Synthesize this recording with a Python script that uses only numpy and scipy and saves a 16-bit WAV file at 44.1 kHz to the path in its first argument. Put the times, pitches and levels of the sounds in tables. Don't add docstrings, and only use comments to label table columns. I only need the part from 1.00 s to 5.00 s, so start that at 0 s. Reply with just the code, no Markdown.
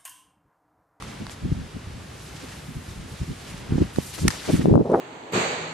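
import sys
import numpy as np
from scipy import signal
from scipy.fft import rfft, irfft
from scipy.io import wavfile
from scipy.ndimage import uniform_filter1d, minimum_filter1d

SR = 44100
rng = np.random.default_rng(int(sys.argv[2]) if len(sys.argv) > 2 else 0)


def transcribe(u):
    v = np.clip(np.atleast_2d(u).T, -1, 1)
    q = np.round(v * 32767).astype(np.int16)
    wavfile.write(sys.argv[1], SR, q)


N = 176400
HZ, T = np.fft.rfftfreq(N, 1 / SR), np.arange(N) / SR

# f/Hz, relative level/dB
BREEZE_TONE = [(20, -43), (50, -2), (130, -1), (250, -7), (450, -12.5), (900, -20.5), (2000, -40),
               (16000, -82)]
LEAVES_TONE = [(20, -12), (300, -3), (800, 0.5), (1600, -0.5), (3000, -4), (5000, -8), (8000, -12.5),
               (10500, -15.5), (13000, -24.5), (14500, -52)]
# f/Hz, likeness/0-1
AIR_LIKENESS = [(60, 1), (130, 1), (290, 0.81), (640, 0.05), (1400, 0.4), (3100, 0.73), (6800, 0.32),
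                (15000, .1)]
# peak t/s, half-length/s, level/dB, low edge f/Hz, high edge f/Hz, port difference/0-1
WIND_GUSTS = [(0.042, .03, -44.5, 45, 200, 0.4), (0.099, 0.02, -42, 80, 220, .4),
              (0.221, 0.01, -29, 95, 247, 0.65), (.27, 0.03, -41, 50, 220, 0.44),
              (0.458, 0.018, -23, 70, 228, 1), (.515, .018, -28.5, 60, 200, 0.5),
              (0.598, 0.031, -30, 75, 228, 1), (0.761, 0.011, -31.5, 109, 272, 0.83),
              (0.882, 0.016, -33, 65, 127, 0.6), (0.972, .035, -37.5, 60, 160, 0.6),
              (1.437, 0.01, -39, 190, 450, 0.67), (1.704, 0.017, -35, 121, 233, 0.65),
              (1.771, .012, -29, 64, 193, 0.64), (1.91, 0.018, -37, 55, 170, .4),
              (1.985, 0.024, -36, 60, 179, 0.7), (2.05, 0.016, -37, 85, 210, 0.7),
              (2.13, 0.011, -35, 65, 170, 0.3), (2.225, 0.013, -24, 86, 206, 0.65),
              (2.286, 0.013, -30, 65, 181, .5), (2.312, 0.011, -28, 115, 260, 0.87),
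              (2.58, 0.079, -41, 60, 220, 0.7), (2.735, 0.02, -22.5, 80, 301.5, 0.96),
              (2.761, 0.019, -28, 75, 240, 0.8), (2.785, 0.005, -20, 101, 490, 0.7),
              (2.816, 0.0095, -13.5, 94, 326, 0.92), (2.852, 0.018, -31, 70, 230, 0.7),
              (2.986, 0.013, -25.5, 111, 230, 0.9), (3.235, 0.019, -25.5, 70, 220, 0.64),
              (3.263, 0.019, -17.5, 87, 284, 0.9), (3.497, 0.0093, -18, 128, 510, 0.67),
              (3.543, 0.011, -14.5, 115, 300, 0.77), (3.604, 0.016, -19, 105, 310, .8),
              (3.654, 0.0097, -18, 85, 350, 1), (3.683, 0.008, -14.5, 114, 393, 0.94),
              (3.699, 0.0025, -14.5, 150, 560, 0.97), (3.724, 0.011, -9, 110, 422, 1),
              (3.764, 0.013, -2.5, 114, 435, 1), (3.808, 0.012, -6.5, 131, 484, 0.96),
              (3.864, 0.011, -18.5, 240, 630, 0.15), (3.922, 0.022, -14, 236, 620, 0.14),
              (3.947, 0.01, -12.5, 240, 940, 0.13), (3.981, 0.035, -20, 231, 650, 0.12)]
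# t/s, peak level/dB, width/s, delay to the right port/s, left minus right/dB
WIND_EDDIES = [(0.4539, -21, 0.00093, .0006, -3), (0.5195, -13.5, 0.0011, -.0007, 0),
               (0.5262, -10, 0.0017, -.0008, 4), (2.7236, -12, 0.0011, .0002, 0),
               (2.7565, -11.5, .0011, .0008, -4), (2.7831, -12.5, 0.00062, -.0007, -1),
               (2.8213, -7.5, 0.00079, -.0006, -6.5), (2.9867, -6, 0.00054, -.0007, -6),
               (3.253, -8, 0.00093, .0006, -3), (3.542, -3.5, 0.0012, .0005, -2),
               (3.6576, -3.5, 0.00047, .0005, 5.5), (3.6844, -4.5, 0.00097, .0006, -3),
               (3.728, -0.5, .0012, .0006, -4), (3.74, -5, .00045, .0008, 11),
               (3.7558, 3, 0.00039, .0007, 10), (3.7782, 2.5, 0.00048, .0007, 11.5),
               (3.901, -4, 0.00053, 0, -2), (3.947, -1.5, 0.00031, 0, 2)]
# peak t/s, half-length/s, level/dB, tilt/dB per octave, left minus right/dB
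FUR_RUBS = [(.07, 0.096, -44.5, -2, -1.5), (0.223, 0.057, -50.5, -2.5, 6), (0.321, 0.019, -44.5, 1, 2),
            (1.042, .05, -56, 2, -3), (1.239, 0.097, -49.5, 3, -1), (1.48, 0.12, -44.5, 0.2, 0),
            (1.731, 0.13, -55.5, 11, 1.5), (1.912, 0.058, -50, 3.5, 0), (2.231, 0.19, -49.5, 2, -2),
            (2.511, 0.1, -45.5, .5, -1), (2.691, 0.12, -46.5, -5, 0.5), (2.809, 0.091, -43.5, -2, 0),
            (2.991, 0.04, -44, 3, -2), (3.067, .04, -39, 5.5, 0), (3.15, 0.018, -38, 2, 4),
            (3.205, 0.04, -39, 4, -0.5), (3.264, .035, -43.5, -2, 1), (3.333, 0.041, -37, 2, 0.5),
            (3.411, 0.067, -38, -1, 2), (3.48, 0.035, -35.5, 0, 0), (3.546, 0.036, -35.5, 1.5, -1),
            (3.609, 0.038, -40.5, -1, 0), (3.189, 0.0063, -34, -6, 4), (3.342, 0.0065, -39.5, -11, 5),
            (3.616, 0.004, -36, -7, 0), (3.99, 0.041, -61, 4, -1)]
# f/Hz, relative level/dB
RUB_TONE = [(20, -23), (300, 2), (900, 1.5), (1700, 2), (3000, 1), (5000, -1), (7500, -3), (10000, -7),
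            (12500, -12.5), (13800, -25.5), (14600, -48)]
# f/Hz, likeness/0-1
RUB_LIKENESS = [(300, .2), (700, 0.17), (1400, 0.77), (2600, 0.7), (4400, 0.63), (7000, 0.37),
                (15000, 0.15)]
# t/s, level/dB, decay/s, tilt/dB per octave, left minus right/dB, case ringing/0-1, boosted f/Hz
CLAW_TICKS = [(.0238, -20.5, 0.0015, -3.5, -4, 0.35, 1250), (0.2677, -21.5, 0.00071, -3, -3, 0, 3900),
              (0.296, -26, 0.00096, -4, -1, .1, 4000), (2.9604, -25, 0.0018, -4.5, 7, .15, 4000),
              (3.2803, -1.5, 0.00061, -0.2, -2, 0.95, 5600), (3.2826, -3.5, 0.00087, 1.5, -2, .8, 2050),
              (3.305, -17, 0.001, -2, 11, .2, 1400), (3.309, -25, 0.0054, -1.5, -6, .1, 5200),
              (3.657, -27, .001, -6, 7, 0.3, 2500), (3.756, -27.5, 0.0014, -3.5, 0, .1, 8000),
              (3.902, -34, .0007, 2, 0, .1, 7800), (3.918, -31, 0.00064, 0, -2, .1, 7800)]
# f/Hz, relative level/dB
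TICK_TONE = [(20, -30), (400, -24), (900, 4), (1600, 1), (2700, -6), (4000, -0.5), (5600, -3), (7600, -4.5),
             (10500, -3.5), (13000, -27), (15000, -31)]
# f/Hz, relative level/dB, time to fade by 60 dB/s
CASE_NOTES = [(1380, -18, 0.016), (1853, -11.5, 0.015), (4220, -22, 0.0088), (5500, -19.5, 0.0069),
              (7612, -22, 0.0041)]


def amp(db):
    return 10 ** (np.asarray(db) / 20)


def unit(x):
    return x / np.sqrt(np.mean(x ** 2) + 1e-20)


def read(points, hz):
    f, value = np.transpose(points)
    return np.interp(np.log(hz + 1), np.log(f + 1), value)


def add(mix, start_s, sound):
    at = round(start_s * SR)
    sound = sound[:, max(-at, 0):]
    part = mix[:, max(at, 0):][:, :sound.shape[1]]
    part += sound[:, :part.shape[1]]


def pan(db):
    return amp([[db / 2], [-db / 2]])


def wander(size, hz):
    f = np.fft.rfftfreq(size, 1 / SR)
    return unit(irfft(rfft(rng.standard_normal(size)) * np.exp(-(f / hz) ** 2), size))


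def colour(pair, gain, alike):
    left, other = rfft(pair)
    alike = np.clip(alike, -1, 1)
    right = alike * left + np.sqrt(1 - alike ** 2) * other
    return unit(irfft(np.array([left, right]) * gain))


def tilted(points, hz, tilt_db):
    return amp(read(points, hz) + tilt_db * np.log2(np.maximum(hz, 700) / 4000))


def outdoor_air(breeze_db=-42.5, leaves_db=-46.5):
    alike = read(AIR_LIKENESS, HZ)
    breeze = colour(rng.standard_normal((2, N)), amp(read(BREEZE_TONE, HZ)), alike)
    waver_db = 0.74 * wander(N, hz=11)
    leaves = colour(rng.standard_normal((2, N)), amp(read(LEAVES_TONE, HZ)), alike)
    return breeze * amp(breeze_db + waver_db) + leaves * amp(leaves_db)


def gust(s, half, db, low_hz, high_hz, apart, size=16384):
    t, hz = (np.arange(size) - size // 2) / SR, np.fft.rfftfreq(size, 1 / SR) + 1
    low_cut = 1 + (low_hz / hz) ** 3.72
    high_cut = 1 + (hz / high_hz) ** 7.24
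    gain = 1 / np.sqrt(low_cut * high_cut * (1 + hz / low_hz))
    lag_s = 0.00092 * apart * rng.choice([-1, 1]) * np.array([[-0.5], [0.5]])
    alike = np.exp(-(0.52 * apart * hz / 170) ** 2)
    flow = colour(rng.standard_normal((2, size)), gain * np.exp(2j * np.pi * hz * lag_s), alike)
    swell = np.exp(-np.abs(t / half) ** 1.88 / 2)
    lumps = amp(2 * wander(size, hz=125))
    return s - size / 2 / SR, amp(db) * unit(flow * swell * lumps) * np.sqrt(np.mean(swell ** 2))


def eddy(s, db, width, lag_s, pan_db, size=2048):
    t = (np.arange(size) - size // 2) / SR
    widths_from_peak = (t - np.array([[0], [lag_s]])) / width
    spread, late = 2.7, 0.5
    suction = np.exp(-((widths_from_peak - late) / spread) ** 2) / spread
    thump = np.exp(-widths_from_peak ** 2) - suction
    return s - size / 2 / SR, amp(db) * thump / thump.max() * pan(pan_db)


def catching_fibres(pair, bands=7, top_hz=15800, depth_db=1.93):
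    size = pair.shape[1]
    place = (bands - 1) * np.sqrt(np.fft.rfftfreq(size, 1 / SR) / top_hz).clip(0, 1)
    spectrum = rfft(pair)
    parts = [irfft(spectrum * np.maximum(1 - abs(place - k), 0)) for k in range(bands)]
    return sum(part * amp(depth_db * wander(size, hz=35)) for part in parts)


def rub(s, half, db, tilt_db, pan_db, size=32768, slips_per_s=2000):
    t, hz = (np.arange(size) - size // 2) / SR, np.fft.rfftfreq(size, 1 / SR)
    slipping = rng.random(size) < slips_per_s / SR
    slips = slipping * amp(2.5 * np.minimum(rng.exponential(1, size), 4))
    friction = rng.standard_normal((2, size)) * np.hypot(1, 0.45 * unit(slips))
    hiss = colour(catching_fibres(friction), tilted(RUB_TONE, hz, tilt_db), read(RUB_LIKENESS, hz))
    swell = np.exp(-(t / half) ** 2 / 2)
    waver_db = 0.73 * wander(size, hz=40)
    return s - size / 2 / SR, hiss * swell * amp(db + waver_db) * pan(pan_db)


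def tick(s, db, decay, tilt_db, pan_db, rings, boost_hz, size=4096):
    since, hz = (np.arange(size) - size // 8) / SR, np.fft.rfftfreq(size, 1 / SR)
    t = np.maximum(since, 0)
    fade = (since >= 0) * np.exp(-t / decay)
    octaves_away = np.log2((hz + 1) / boost_hz)
    boost_db = 6.5 * np.exp(-(octaves_away / 0.43) ** 2)
    tone = amp(boost_db) * tilted(TICK_TONE, hz, tilt_db)
    scrape = colour(rng.standard_normal((2, size)) * fade, tone, alike=0.31)
    scrape *= np.sqrt(np.mean(fade ** 2))
    ring = sum(amp(level + tilt_db * np.log2(f / 4000) - 60 * t / fade_s) * np.sin(2 * np.pi * f * t)
               for f, level, fade_s in CASE_NOTES)
    return s + since[0], amp(db) * (0.7 * scrape + rings * ring) * pan(pan_db)


def scene():
    mix = outdoor_air()
    for source, table in (gust, WIND_GUSTS), (eddy, WIND_EDDIES), (rub, FUR_RUBS), (tick, CLAW_TICKS):
        for row in table:
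            add(mix, *source(*row))
    return mix


def record(dry, limit_db=-11.5, recover_db_per_s=30, top_hz=15800):
    power = uniform_filter1d((dry ** 2).mean(0), size=900)
    power_db = 10 * np.log10(abs(power) + 1e-12)
    fall_db = T * recover_db_per_s
    held_db = np.maximum.accumulate(power_db + fall_db) - fall_db
    over_db = np.maximum(held_db - limit_db, 0)
    limited = dry / amp(uniform_filter1d(over_db, size=300))
    peak_gain = minimum_filter1d(1 / np.maximum(abs(limited).max(0), 1), size=301)
    limited *= uniform_filter1d(peak_gain, size=301)
    treble_cut = signal.firwin(511, top_hz, window=("kaiser", 9), fs=SR)
    return signal.oaconvolve(limited, treble_cut[None], "same")


dry = scene()
out = record(dry)
transcribe(out)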